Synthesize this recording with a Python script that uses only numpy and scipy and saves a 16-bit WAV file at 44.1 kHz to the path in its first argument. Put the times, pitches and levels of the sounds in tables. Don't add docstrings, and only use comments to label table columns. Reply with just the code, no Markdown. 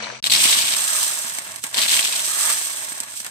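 import sys
import numpy as np
from scipy import signal
from scipy.fft import rfft, irfft, next_fast_len
from scipy.io import wavfile

SR = 44100
rng = np.random.default_rng(int(sys.argv[2]) if len(sys.argv) > 2 else 0)


def transcribe(u):
    v = np.clip(np.atleast_2d(u).T, -1, 1)
    q = np.round(v * 32767).astype(np.int16)
    wavfile.write(sys.argv[1], SR, q)


N = 145530
TIME = np.arange(N) / SR
SIZE = next_fast_len(N + SR // 2)
HZ = np.maximum(np.arange(SIZE // 2 + 1) * SR / SIZE, 1)

# (time [s], level [dB])
HANDFULS = [
    [(0.232, -67), (0.241, -33), (0.276, -28), (0.286, -46), (0.297, -44), (0.314, -28), (0.322, -15.5),
     (0.39, -25), (0.398, -19), (0.41, -22), (0.43, -25), (0.438, -17), (0.49, -24.5), (0.52, -21),
     (0.71, -31), (0.726, -25.5), (0.768, -39), (0.8, -36)],
    [(1.742, -56), (1.745, -26), (1.756, -40), (1.778, -20), (1.805, -26), (1.84, -22), (1.872, -38),
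     (1.882, -24.5), (1.95, -24), (2.1, -28), (2.116, -40), (2.127, -29), (2.3, -47)],
]
# (time [s], peak [dB], ring [Hz])
PIPE_STRIKES = [(0.227, -17.5, 5600), (0.2364, -30, 5400), (0.2412, -2.5, 4100), (0.2524, -9.5, 3780),
                (0.2629, -8, 3500), (0.2696, 0, 4330), (0.2988, -6, 4330), (0.305, -3.5, 4400),
                (0.3219, -17, 2930), (0.3381, -1.5, 3950), (0.351, -1, 4550), (0.3613, 0, 5700),
                (0.3757, -13, 4200), (0.4368, -17, 2780), (0.4414, -7, 3680), (0.4566, -1.5, 3330),
                (0.5281, -1, 4100), (0.68, -18, 3960), (0.6892, -11, 2610), (0.7233, -10, 4130),
                (0.7369, -6.5, 5300), (1.7442, -7.5, 3730), (1.7712, -6, 2760), (1.7856, -2, 3080),
                (1.8167, -11.5, 3210), (1.831, -9, 3210), (1.8372, -12.5, 3830), (1.8615, -7, 3040),
                (1.8847, -7, 3830), (1.8916, -12, 3190), (1.9153, -10, 3790), (1.942, -4, 4060),
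                (1.9695, -5, 2580), (1.9931, 2, 3100), (2.0486, -7.5, 3630), (2.055, -6, 2480),
                (2.1573, -19, 3880), (2.195, -11.5, 3640)]
# (frequency [Hz], level [dB])
PIPE_EQ = [(60, -45), (220, -16), (400, -19.5), (690, -14.5), (1400, -8.5), (2500, 0), (3600, 2),
           (5200, 1.5), (7000, -2), (16000, -3)]
# (frequency [Hz], left minus right [dB])
PIPE_PAN = [(120, 2), (240, -3), (480, 9.5), (950, 1), (1890, -5), (3770, 7.5), (7520, -3.5), (15000, 0)]


def pipe_clatter(sink_s=.2, sink_share=.4):
    first, second = HANDFULS
    clicks = (envelope(first) + envelope(second)) * swarm(1500, spread_db=3, clump_db=1.5)
    poured_at = np.where(TIME < second[0][0], first[0][0], second[0][0])
    depth = np.clip((TIME - poured_at) / sink_s, 0, 1)
    pitch_place = sink_share * (1 - depth) + (1 - sink_share) * rng.random(N)
    strikes = ringing_hits(PIPE_STRIKES, directions=12, ring_db=-7, ring_s=.003)
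    return radiate(clicks, PIPE_EQ, PIPE_PAN, hits=strikes, tail_s=.022, tail_db=-5, lag_s=.000351,
                   scatter_s=.0002, ring=(2200, 5500, 1140, 1.8), place=pitch_place, directions=12)


# (time [s], glass level [dB], basket wall level [dB])
RAKING = [(0.225, -55, -70), (0.242, -31, -44), (0.275, -30, -39), (0.293, -46, -50), (0.3, -27, -41),
          (0.33, -25, -34), (0.42, -21.5, -36.5), (0.45, -19.5, -32.5), (0.64, -25, -37),
          (1.01, -22.5, -37.5), (1.58, -40.5, -45.5), (1.62, -44.5, -66), (1.64, -32, -37.5),
          (1.7, -41, -50), (1.78, -26, -33), (1.87, -30.5, -37.5), (1.93, -20, -34), (2.06, -28, -39),
          (2.3, -25, -39), (2.5, -20.5, -36), (2.56, -26, -40), (3.05, -39, -45), (3.16, -37, -49),
          (3.17, -34, -56), (3.27, -39.5, -43.5), (3.3, -45, -50)]
# (time [s], peak [dB], send to the basket wall [dB])
GLASS_CLACKS = [(1.0299, 0.5, -33), (1.3507, -14, -18), (1.386, -7, -13), (1.4769, -29, -25),
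                (1.5182, -18, -30), (1.5599, -12, -40), (1.5852, -23, -30), (1.639, -5, -17),
                (1.643, -12.5, -14), (1.6673, -14, -35), (2.3889, -8, -24), (2.6012, -23, -32),
                (2.7912, -24, -16), (2.8855, -20, -6), (2.9015, -32, -19), (2.920, -16.5, -7.5),
                (2.950, -23, -30), (2.9805, -15.5, -24), (3.0026, -5.5, -21), (3.0344, -15, -21),
                (3.1395, -17, -15), (3.1664, -17, -35), (3.174, -14.5, -32), (3.2022, -10, -17.5),
                (3.2462, -14.5, -14), (3.265, -13, -9.5)]
# (frequency [Hz], level [dB])
GLASS_EQ = [(300, -48), (900, -38.5), (1600, -34), (2500, -16.5), (5900, -12.5), (7000, -11),
            (16000, -12.5)]
# (frequency [Hz], left minus right [dB])
BASKET_PAN = [(110, 11), (200, 3.5), (380, 3.5), (700, 7), (1290, 2), (2380, 0.5), (4400, 2), (8120, -6.5),
              (15000, 1)]


def raked_glass(rebound_s=.004, rebound_db=-5):
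    clicks = envelope(RAKING) * swarm(4000, spread_db=4, clump_db=1)
    times, peak_db, _ = np.transpose(GLASS_CLACKS)
    chance = rng.random((len(times), 8)).T
    clacks = impacts(times, peak_db)
    for lateness, polarity in zip(chance[:4], np.sign(chance[4:] - .5)):
        touch_db = peak_db + rebound_db * (1 + 2 * lateness)
        clacks += impacts(times + rebound_s * lateness, touch_db, signs=polarity)
    return radiate(clicks, GLASS_EQ, BASKET_PAN, hits=clacks, tail_s=.045, tail_db=-1,
                   lag_s=.0002725, scatter_s=.000273, ring=(2560, 12700, 530, .1))


# (frequency [Hz], level [dB])
WALL_EQ = [(40, -69), (120, -25.5), (155, -13.5), (372, -8), (460, -11.5), (660, -5), (950, -4.5),
           (1490, -3), (1750, -0.5), (3000, -5.5), (3900, -8.5), (6000, -31), (15000, -37)]


def basket_wall():
    times, peak_db, send_db = np.transpose(GLASS_CLACKS)
    clicks = envelope(RAKING, column=2) * swarm(900, spread_db=2)
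    knocks = impacts(times, peak_db + send_db)
    return radiate(clicks, WALL_EQ, BASKET_PAN, hits=knocks, tail_s=.035, tail_db=.5,
                   lag_s=.00035, scatter_s=.00013, ring=(544, 1905, 30, 12.4), directions=16)


# (time [s], level [dB])
SCOOP_SWELLS = [
    [(0.75, -52), (0.934, -39.5), (1.15, -53)],
    [(2.28, -45), (2.504, -35.5), (2.62, -63)],
]
# (frequency [Hz], level [dB])
FLOOR_EQ = [(500, -43), (1000, -10), (1300, 0), (1500, -10), (1720, -1.5), (2100, -4.5), (5000, -53)]


def basket_floor():
    clicks = sum(envelope(scoop) for scoop in SCOOP_SWELLS) * swarm(1500, spread_db=.5)
    return radiate(clicks, FLOOR_EQ, BASKET_PAN, tail_s=.015, tail_db=-1,
                   lag_s=.00028, scatter_s=.0002, ring=(1100, 2000, 122, 2.5), directions=12)


# (time [s], level [dB])
DEEP_ENVELOPE = [(0.0, -35.5), (0.026, -33), (0.036, -35.5), (0.164, -39), (0.2, -46.5)]
# (time [s], peak [dB], ring [Hz])
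DEEP_LANDINGS = [(0.003, -25, 1810), (0.035, -26.5, 4180), (0.0423, -24.5, 4130), (0.0688, -23, 1870),
                 (0.0903, -28.5, 674), (0.1, -26, 1680), (0.1247, -31, 600)]
# (frequency [Hz], level [dB])
DEEP_EQ = [(18, -50), (30, -18), (131, -13), (180, -14), (218, -9), (340, -19.5), (384, -18), (627, -8.5),
           (4140, -15), (5980, -18), (9520, -31.5), (10500, -85), (13600, -108), (22000, -120)]
# (frequency [Hz], left minus right [dB])
DEEP_PAN = [(60, -3), (110, 21), (200, 8), (380, 15), (700, 6), (1290, 0), (2380, 10), (4400, -1.5),
            (8120, 1.5), (15000, -2)]
PIPE_HZ = 43.43


def deep_rattle(pipe_t60_s=1, damping_hz=520, comb_delay_s=.000585, comb_from_hz=4200):
    clicks = envelope(DEEP_ENVELOPE) * swarm(3000, spread_db=4.5)
    landings = ringing_hits(DEEP_LANDINGS, directions=6, ring_db=-11.5, ring_s=.01)
    rattle = radiate(clicks, DEEP_EQ, DEEP_PAN, hits=landings, tail_s=.046, tail_db=6.5,
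                     lag_s=.000357, scatter_s=.000365, directions=6)
    round_trip_s = 1 / (2 * PIPE_HZ)
    feedback = from_db(-60 * round_trip_s / pipe_t60_s) / (1 + (HZ / damping_hz) ** 2)
    resonance = np.sqrt(1 - feedback ** 2) / (1 + feedback * delay(round_trip_s))
    treble_comb = 1 - .69 / (1 + (comb_from_hz / HZ) ** 4) * delay(comb_delay_s)
    return rattle * treble_comb * resonance


def air_column(level_db=-45.5, t60_s=.86):
    return from_db(level_db - 60 * TIME / t60_s) * np.sin(2 * np.pi * 5 * PIPE_HZ * TIME)


# (time [s], peak [dB], ring [Hz])
KNOCKS = [(0.32, -36.5, 190), (0.453, -24.5, 217), (0.569, -35, 283), (1.246, -37, 277), (1.384, -40, 315),
          (1.643, -34.5, 207), (1.781, -34, 280), (1.913, -38, 272), (2.042, -44, 267), (2.919, -43, 318),
          (3.005, -39.5, 282), (3.203, -42.5, 320)]
# (frequency [Hz], level [dB])
KNOCK_EQ = [(40, -42), (150, -10.5), (260, 3.5), (420, -2.5), (700, -17.5), (2000, -34)]


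def plastic_knocks():
    knocks = ringing_hits(KNOCKS, directions=4, ring_db=-39, ring_s=.02)
    return radiate(np.zeros(N), KNOCK_EQ, pan=[(60, 2.2), (700, 1.6)], hits=knocks, tail_s=.045,
                   tail_db=-5, tail_cut_hz=100, lag_s=.0001, scatter_s=.0001, directions=4)


# (time [s], level [dB])
RUMBLE_ENVELOPE = [(0.22, -56), (0.42, -43.5), (0.48, -52), (0.58, -51), (0.78, -65.5), (1.7, -62.5),
                   (1.9, -53), (2.1, -64), (3.3, -67)]
# (frequency [Hz], level [dB])
RUMBLE_EQ = [(15, -52), (35, -20), (55, -12.5), (90, 0), (135, -8.5), (200, -6), (300, -9), (500, -35)]


def rumble():
    clicks = envelope(RUMBLE_ENVELOPE) * swarm(300, spread_db=2.5)
    return radiate(clicks, RUMBLE_EQ, pan=[(30, -6), (200, 7)], tail_s=.082, tail_db=-6,
                   tail_cut_hz=3, lag_s=.0001, scatter_s=.0003, directions=4)


def hum(pitch_hz=120, level_db=-67):
    return from_db(level_db) * np.sin(2 * np.pi * pitch_hz * TIME)


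def from_db(db):
    return 10 ** (np.asarray(db) / 20)


def envelope(rows, column=1):
    rows = np.array(rows)
    return from_db(np.interp(TIME, rows[:, 0], rows[:, column], left=-200, right=-200))


def curve_db(points):
    hz, db = np.transpose(points)
    return np.interp(np.log(HZ), np.log(hz), db)


def delay(seconds):
    return np.exp(-2j * np.pi * HZ * seconds)


def minimum_phase(db):
    cepstrum = irfft(db * np.log(10) / 20, SIZE)
    cepstrum[..., 1:SIZE // 2] *= 2
    cepstrum[..., SIZE // 2 + 1:] = 0
    return np.exp(rfft(cepstrum))


def swarm(per_s, spread_db, clump_db=0, clumps_per_s=60):
    sizes = from_db(spread_db * np.minimum(rng.exponential(1, N), 4)) * rng.choice([-1, 1], N)
    knots = rng.standard_normal(int(N / SR * clumps_per_s) + 2)
    clumps = from_db(clump_db * np.interp(TIME * clumps_per_s, np.arange(len(knots)), knots))
    clicks = sizes * clumps * (rng.random(N) < per_s / SR)
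    return clicks / np.sqrt(np.mean(clicks ** 2))


def impacts(times, db, ring_hz=None, ring_db=-12, ring_s=.006, signs=None):
    track, t = np.zeros(N + SR), np.arange(SR // 40) / SR
    for k, start in enumerate((times * SR).astype(int)):
        track[start] += from_db(db[k]) * (1 if signs is None else signs[k])
        if ring_hz is not None:
            decay = from_db(db[k] + ring_db - 60 * t / ring_s)
            track[start:start + len(t)] += decay * np.sin(2 * np.pi * ring_hz[k] * t)
    return track[:N]


def ringing_hits(rows, directions, **ring):
    return np.array([impacts(*np.transpose(rows[k::directions]), **ring) for k in range(directions)])


def radiate(clicks, eq, pan, tail_s, tail_db, lag_s, scatter_s, hits=0, ring=None, tail_cut_hz=500,
            place=None, directions=8):
    body = minimum_phase(curve_db(eq) + np.array([[.5], [-.5]]) * curve_db(pan))
    pulse = irfft(body, SIZE)
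    t = np.arange(SR // 8) / SR
    decay = from_db(-60 * t / tail_s) * (t > .0004)
    rms_gain = np.sqrt(np.mean(np.sum(pulse ** 2, axis=1)) * (1 + from_db(2 * tail_db)))
    direction = (directions * (rng.random(N) if place is None else place)).astype(int)
    mix = 0
    for k in range(directions):
        reflections = from_db(tail_db) * rng.standard_normal((2, len(t))) * decay / np.linalg.norm(decay)
        tail = rfft(reflections, SIZE) * HZ ** 2 / (HZ ** 2 + tail_cut_hz ** 2)
        right_lag_s = lag_s + scatter_s * rng.uniform(-1.18, 1)
        direct = delay(np.array([[0], [right_lag_s]]))
        grains = rfft(clicks * (direction == k), SIZE) / rms_gain
        if ring:
            low_hz, high_hz, width_hz, gain_db = ring
            centre_hz = low_hz * (high_hz / low_hz) ** ((k + rng.random()) / directions)
            grains *= 1 + from_db(gain_db) / (1 + 1j * (HZ - centre_hz ** 2 / HZ) / width_hz)
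        hit_track = hits[k] if np.ndim(hits) == 2 else hits * (direction == k)
        accents = rfft(hit_track, SIZE) / np.abs(pulse).max()
        mix += (grains + accents) * (direct + tail)
    return mix * body


# (frequency [Hz], gain [dB])
CLOSE_EQ = [(6800, 0.5), (7600, 3), (8200, 8), (9300, 0.5), (10100, -11), (11600, 0.5), (12900, -5.5),
            (13500, -21), (14200, -43), (14600, -3.5), (15700, 1), (16000, -43), (17000, -73)]


def scene(silence_from_s=.201, silence_to_s=.2255):
    deep = irfft(deep_rattle(), SIZE)[:, :N] + air_column()
    close_bus = pipe_clatter() + raked_glass() + basket_wall() + basket_floor()
    close_bus += plastic_knocks() + rumble()
    close = irfft(close_bus * minimum_phase(curve_db(CLOSE_EQ)), SIZE)[:, :N] + hum()
    fade_out = np.clip((silence_from_s - TIME) / .0016 + 1, 0, 1)
    fade_in = np.clip((TIME - silence_to_s) / .001, 0, 1)
    return deep * fade_out + close * fade_in


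def record(dry, drive=1.484, low_cut_hz=20, high_cut_hz=16900):
    low_cut = signal.butter(2, low_cut_hz, "high", fs=SR, output="sos")
    high_cut = signal.cheby2(12, 90, high_cut_hz, fs=SR, output="sos")
    return signal.sosfilt(high_cut, signal.sosfilt(low_cut, np.tanh(drive * dry)))


dry = scene()
out = record(dry)
transcribe(out)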